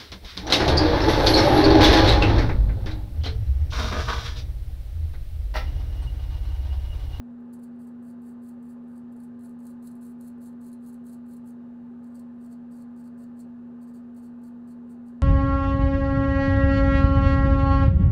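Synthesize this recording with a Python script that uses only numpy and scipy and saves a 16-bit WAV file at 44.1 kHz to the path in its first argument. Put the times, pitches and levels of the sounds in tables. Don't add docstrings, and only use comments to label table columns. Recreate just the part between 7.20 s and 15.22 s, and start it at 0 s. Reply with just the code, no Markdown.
import sys
import numpy as np
from scipy import signal
from scipy.fft import rfft, irfft, next_fast_len
from scipy.io import wavfile
from scipy.ndimage import uniform_filter1d

SR = 44100
rng = np.random.default_rng(int(sys.argv[2]) if len(sys.argv) > 2 else 0)


def output_pcm(signal):
    pcm = np.clip(np.atleast_2d(signal).T, -1, 1) * 32767
    wavfile.write(sys.argv[1], SR, np.round(pcm).astype(np.int16))


N = 353682


def gain_of(db):
    return 10 ** (np.asarray(db) / 20)


def unit_rms(x):
    return x / np.sqrt(np.mean(x ** 2) + 1e-30)


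def curve_at(points, hz):
    freqs, values = np.transpose(points)
    return np.interp(np.log(hz + 1), np.log(freqs + 1), values)


def smooth_noise(count, span):
    return unit_rms(uniform_filter1d(uniform_filter1d(rng.standard_normal(count), span), span))


def wander(top_hz):
    t = np.arange(0, N + 256, 256) / SR
    rates = np.geomspace(.1, top_hz, num=20)
    slow = sum(np.sin(2 * np.pi * (f * t + rng.random())) / np.sqrt(f) for f in rates)
    return np.interp(np.arange(N) / SR, t, unit_rms(slow))


def minimum_phase(db):
    log_gain = np.log(gain_of(np.concatenate([db, db[-2:0:-1]])))
    ring = np.fft.ifft(np.exp(np.conj(signal.hilbert(log_gain)))).real
    return ring / np.linalg.norm(ring)


def fan_hum():
    # (frequency [Hz], rms level [dB])
    motor_tones = [(42.88, -76.2), (92.38, -66.3), (116.56, -67.6), (166.06, -61.8), (190.12, -72.8),
                   (239.75, -40.4), (313.38, -78.2)]
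    # (multiple of the shaft speed [1], rms level [dB])
    shaft_harmonics = [(1, -79.7), (4, -72.4), (5, -75.4), (6, -74.0), (7, -76.0), (8, -70.9), (9, -78.8),
                       (10, -78.6), (12, -75.9)]
    shaft_hz = 56.79
    tones = list(motor_tones) + [(round(k) * shaft_hz, db) for k, db in shaft_harmonics]
    t = np.arange(N) / SR
    drift_s = np.cumsum(.00039 * wander(1.5)) / SR
    hum = 0
    for hz, db in tones:
        mains_locked = db > -50
        clock, waver_db = (t, 0) if mains_locked else (t + drift_s, .8)
        phase = 2 * np.pi * (hz * clock + rng.random())
        hum += np.sqrt(2) * gain_of(db + waver_db * wander(2.3)) * np.sin(phase)
    return hum


def fan_rush():
    # (frequency [Hz], relative density [dB])
    air_spectrum = [(20, -8.5), (60, -10.5), (150, 3), (420, 0), (800, -9.5), (1300, -11.5), (1750, -15),
                    (2100, -28), (2700, -26), (3300, -33.5), (3900, -33), (5200, -40.5), (13500, -47),
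                    (15500, -55)]
    # (frequency [Hz], width [Hz], gain [dB])
    standing_waves = [(323, 62, -6.4), (375, 43, 7.2), (417, 40, -3.5), (452, 22, 2.9), (495, 18, -5.8),
                      (565, 81, 5.6), (601, 51, -9.5), (685, 57, 2.8), (730, 53, -4.7), (791, 21, 5.2),
                      (876, 124, 7.3), (954, 75, -8.5), (1032, 56, 5.8), (1095, 46, -2.9), (1212, 71, 4.0),
                      (1381, 113, -4.1), (1432, 68, 3.8), (1517, 51, -3.1), (1544, 55, 3.2),
                      (1631, 23, -3.0), (1749, 27, -3.5), (1780, 62, 3.3), (1874, 90, -4.0),
                      (1948, 54, 2.7)]
    size = next_fast_len(N)
    hz = np.fft.rfftfreq(size, 1 / SR)
    room_db = sum(db * np.exp(-np.log(16) * ((hz - f) / width) ** 2) for f, width, db in standing_waves)
    comb_db = 2.5 * np.tanh(smooth_noise(len(hz), 250)) * (hz > 2050) * (hz < 4000)
    colour = gain_of(curve_at(air_spectrum, hz) + room_db + comb_db)
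    rush = irfft(rfft(rng.standard_normal(size)) * colour)[:N]
    return gain_of(-56.5) * unit_rms(rush)


def tile_echoes(sound):
    # (frequency [Hz], reverberation time T60 [s])
    decay_times = [(3000, 0.26), (8000, 0.1), (15000, 0.061)]
    reflections = np.zeros(SR // 2)
    slots = np.arange(80, SR // 2 - 20, 10)
    reflections[slots + rng.integers(0, 10, len(slots))] = rng.choice([-1., 1.], len(slots))
    hz, t, spectra = signal.stft(reflections, SR, nperseg=128)
    decay = gain_of(-60 * t / curve_at(decay_times, hz)[:, None])
    tail = signal.istft(spectra * decay, SR, nperseg=128)[1]
    return signal.fftconvolve(sound, tail / np.linalg.norm(tail))[:N]


def snaps(per_s, spread_db, clump_db):
    size = gain_of(spread_db * np.minimum(rng.exponential(1, N), 4))
    sign = rng.choice([-1., 1.], N)
    clumps = gain_of(clump_db * smooth_noise(N, 130))
    parting = rng.random(N) < per_s / SR
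    return unit_rms(size * sign * clumps * parting)


def volley(length_s):
    progress = np.arange(3000) / SR / max(length_s, .001)
    return np.exp(-progress ** 2) * (1 - np.exp(-progress / .37))


def drag_envelope():
    # (time [s], duration [s], start level [dB], end level [dB])
    pulls = [(0.325, 0.018, -59, -64), (0.41, 0.033, -80, -66), (0.587, 0.058, -72, -74),
             (0.666, .025, -79, -78), (0.817, .09, -75.5, -71.5), (1.008, .065, -82, -69),
             (1.079, 0.036, -69, -75), (1.215, 0.092, -74, -68.5), (1.418, 0.1, -78, -70.5),
             (1.666, 0.078, -80, -79.5), (1.751, 0.022, -69.5, -72.5), (1.914, .012, -72, -73),
             (1.957, .086, -85, -70), (2.186, 0.074, -84, -63), (2.29, .015, -74, -74),
             (2.388, 0.09, -80, -66), (2.486, 0.024, -73, -70), (2.619, 0.06, -71.5, -63.5),
             (2.703, .02, -72, -77), (2.747, 0.027, -72, -78), (2.807, 0.099, -64.5, -70),
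             (2.999, 0.084, -68, -66), (3.201, .035, -72, -64), (3.249, 0.036, -65, -66.5),
             (3.401, .085, -72, -66), (3.518, .02, -74, -73), (3.615, 0.073, -75, -62),
             (3.72, .02, -72, -70), (3.846, 0.048, -71.5, -65.5), (3.909, 0.028, -67, -64.5),
             (4.055, 0.083, -78, -66), (4.155, .02, -77, -78), (4.252, 0.045, -70, -67),
             (4.824, 0.12, -79, -83), (4.943, 0.02, -64.5, -66.5), (4.986, 0.011, -68, -70),
             (5.197, 0.064, -79.5, -68.5), (5.291, 0.035, -79, -70), (5.503, 0.11, -72, -70),
             (5.756, 0.053, -76, -70.5), (5.832, 0.039, -77, -71), (5.972, 0.066, -71, -74),
             (6.159, 0.048, -79, -63.5), (6.608, 0.03, -71, -72.5), (6.669, 0.032, -70, -74.5),
             (6.734, .045, -66, -73), (6.957, 0.043, -71, -74), (7.017, 0.047, -73, -71),
             (7.226, 0.049, -72, -70), (7.468, 0.052, -74, -70.5), (7.687, 0.033, -74, -70),
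             (7.854, 0.039, -78, -75)]
    attack_s, release_db_per_s = .01, 600
    drag = np.zeros(N)
    for start, length, start_db, end_db in pulls:
        t = np.arange(0, length + .1, 1 / SR)
        db = np.interp(t, [0, length], [start_db, end_db]) - release_db_per_s * np.maximum(t - length, 0)
        envelope = gain_of(db) * np.minimum(t / attack_s, 1)
        part = drag[round(start * SR):][:len(t)]
        part += envelope[:len(part)]
    return drag


def whisker_force():
    # (time [s], level [dB], duration [s])
    catches = [(.203, -65.5, .004), (.3334, -51, 0.0055), (.3904, -54.5, .0064), (0.4274, -57, .0023),
               (0.436, -46, 0.0067), (.562, -70, .004), (0.6168, -52, 0.0034), (0.669, -53.5, .0054),
               (.886, -52, .0034), (0.9094, -51.5, .0022), (1.0196, -56, .003), (1.0608, -56, .0042),
               (1.0926, -50, 0.0027), (1.2343, -57, .0055), (1.2871, -51, .0044), (1.4281, -64, 0.0028),
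               (1.4995, -58, .0052), (1.637, -68, .004), (1.6823, -59, .0029), (1.7785, -53, .0019),
               (1.9224, -58, .0031), (1.9631, -54, .004), (2.0019, -51, .0039), (2.034, -51, 0.0044),
               (2.1929, -59, .0019), (2.2087, -55, .0026), (2.2458, -50, .0026), (2.2569, -49, .0044),
               (2.2942, -47.5, .0021), (2.3899, -56, .002), (2.4043, -51.5, .002), (2.4523, -52, .0046),
               (2.4674, -45.5, 0.0058), (2.51, -51, 0.0025), (2.672, -42.5, .0036), (2.7137, -50, 0.0052),
               (2.7536, -56, .002), (2.8158, -54, .0028), (2.8658, -51, .0036), (2.8945, -53, .0022),
               (2.9089, -58, .0036), (2.985, -66, 0.0044), (3.0107, -48, .002), (3.073, -46.5, .0091),
               (3.181, -69, .004), (3.2682, -50, .006), (3.328, -62, 0.0034), (3.4639, -47, .0043),
               (3.4838, -56, .0024), (3.5153, -54, .004), (3.528, -50.5, .0064), (3.608, -66, .004),
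               (3.6934, -54, .004), (3.742, -52.5, .0032), (3.8409, -58, .002), (3.9298, -53, 0.0083),
               (3.9443, -47, .002), (4.0905, -54, .002), (4.1118, -49, .0022), (4.136, -48, .0029),
               (4.1659, -48, .0045), (4.2447, -61, .0027), (4.2763, -53, .0018), (4.3059, -48.5, .002),
               (4.8414, -55.5, .0036), (4.8677, -59, 0.0045), (4.9929, -49.5, .0058), (5.188, -70, .004),
               (5.2598, -57, 0.0055), (5.332, -52, .0045), (5.5221, -52, .0052), (5.5873, -54, .0031),
               (5.6206, -54, .0044), (5.7989, -52, .0033), (5.8424, -54, .0053), (5.8733, -57, 0.0052),
               (6.0066, -57, .0049), (6.0355, -52.5, .0065), (6.7486, -54, .0061), (6.9475, -57, .004),
               (6.9632, -53, .0059), (6.9799, -55, .0071), (7.0475, -60, .0038), (7.19, -71, 0.0045),
               (7.2175, -60, .0033), (7.2361, -54, 0.0029), (7.4765, -56, .0035), (7.678, -69, .004),
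               (7.8845, -61, 0.0056)]
    opening_db, volley_db = 2, -7
    lesser_per_s, lesser_db, lesser_s = 45, 4.5, .003
    drag, bite, openings = drag_envelope(), np.zeros(N), np.zeros(N)
    for time, db, length in catches:
        onset = round(time * SR)
        part = bite[onset:onset + 3000]
        part += gain_of(db + volley_db) * volley(length)[:len(part)]
        openings[onset] = gain_of(db + opening_db)
    lesser = drag * gain_of(lesser_db + 2.5 * rng.standard_normal(N))
    lesser *= rng.random(N) < lesser_per_s / SR
    bite += signal.oaconvolve(lesser, volley(lesser_s))[:N]
    openings += gain_of(opening_db - volley_db) * lesser
    scrape = drag * snaps(per_s=2800, spread_db=2.9, clump_db=1.2)
    volleys = bite * snaps(per_s=2500, spread_db=4.7, clump_db=.42)
    return scrape + volleys + openings


def blade_ring(force):
    # (frequency [Hz], width [Hz], at the lip [dB], on the cheek [dB], razor turned over [dB])
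    modes = [(4180, 360, -9, 0, -6.5), (4530, 340, 3, -1, 6.5), (5700, 820, -17.5, -14.5, -6.5),
             (6570, 150, -7, -5, -3.5), (7230, 290, -1, -1, 2.5), (7660, 190, 5, 7, 0.5),
             (8126, 200, 8, 4, 9.5), (8620, 210, 2, 4.5, -2), (8940, 140, 5.5, 5.5, 3.5),
             (9440, 200, 4, 5, 4.5), (10240, 330, 5.5, 4.5, -11.5), (10980, 310, 2.5, 4.5, -0.5),
             (11930, 250, 3.5, 3, -4.5), (12540, 1100, -4.5, -7.5, -6), (14700, 2400, -3.5, -4, -5)]
    # (frequency [Hz], relative density [dB])
    snap_spectrum = [(1760, -46.5), (3000, -14), (3440, -12.5), (4320, -7), (5350, -11.5), (7400, -3.5),
                     (10400, -2.5), (15600, -12)]
    grip_changes_s, spots, detune = (2.13, 4.6), 5, .012
    hz, sound = np.fft.rfftfreq(2048, 1 / SR), np.zeros(N + 2048)
    rub = np.sqrt(abs(uniform_filter1d(force ** 2, 300))) * rng.standard_normal(N)
    lowpass = signal.butter(4, 5400, fs=SR, output="sos")
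    drive = force + .61 * signal.sosfiltfilt(lowpass, rub - force)
    cut_spot = np.repeat(rng.integers(0, spots, N // 300 + 1), 300)[:N]
    bounds = [0] + [round(s * SR) for s in grip_changes_s] + [N]
    for grip, (start, end) in enumerate(zip(bounds, bounds[1:])):
        favour_db = 3 * rng.standard_normal((spots, len(modes)))
        favour_db -= favour_db.mean(0)
        tuning = 1 + detune * rng.standard_normal((spots, len(modes)))
        for spot in range(spots):
            power = gain_of(curve_at(snap_spectrum, hz)) ** 2
            for (f, width, *grip_db), lift_db, ratio in zip(modes, favour_db[spot], tuning[spot]):
                offset = 2 * (hz - f * ratio) / width
                power += gain_of(grip_db[grip] + lift_db) ** 2 / (1 + offset ** 2) ** 1.5
            hits = (drive * (cut_spot == spot))[start:end]
            sound[start:end + 2047] += signal.oaconvolve(hits, minimum_phase(10 * np.log10(power)))
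    return sound[:N]


def scene():
    razor = blade_ring(whisker_force())
    echoes = gain_of(-5.5) * tile_echoes(razor)
    return (fan_hum() + fan_rush() + echoes + razor)[None]


def record(dry):
    cutoff_hz = 15730
    lowpass = signal.firwin(1023, cutoff_hz, window=("kaiser", 9), fs=SR)
    return signal.oaconvolve(dry, lowpass[None], "same")


dry = scene()
out = record(dry)
output_pcm(out)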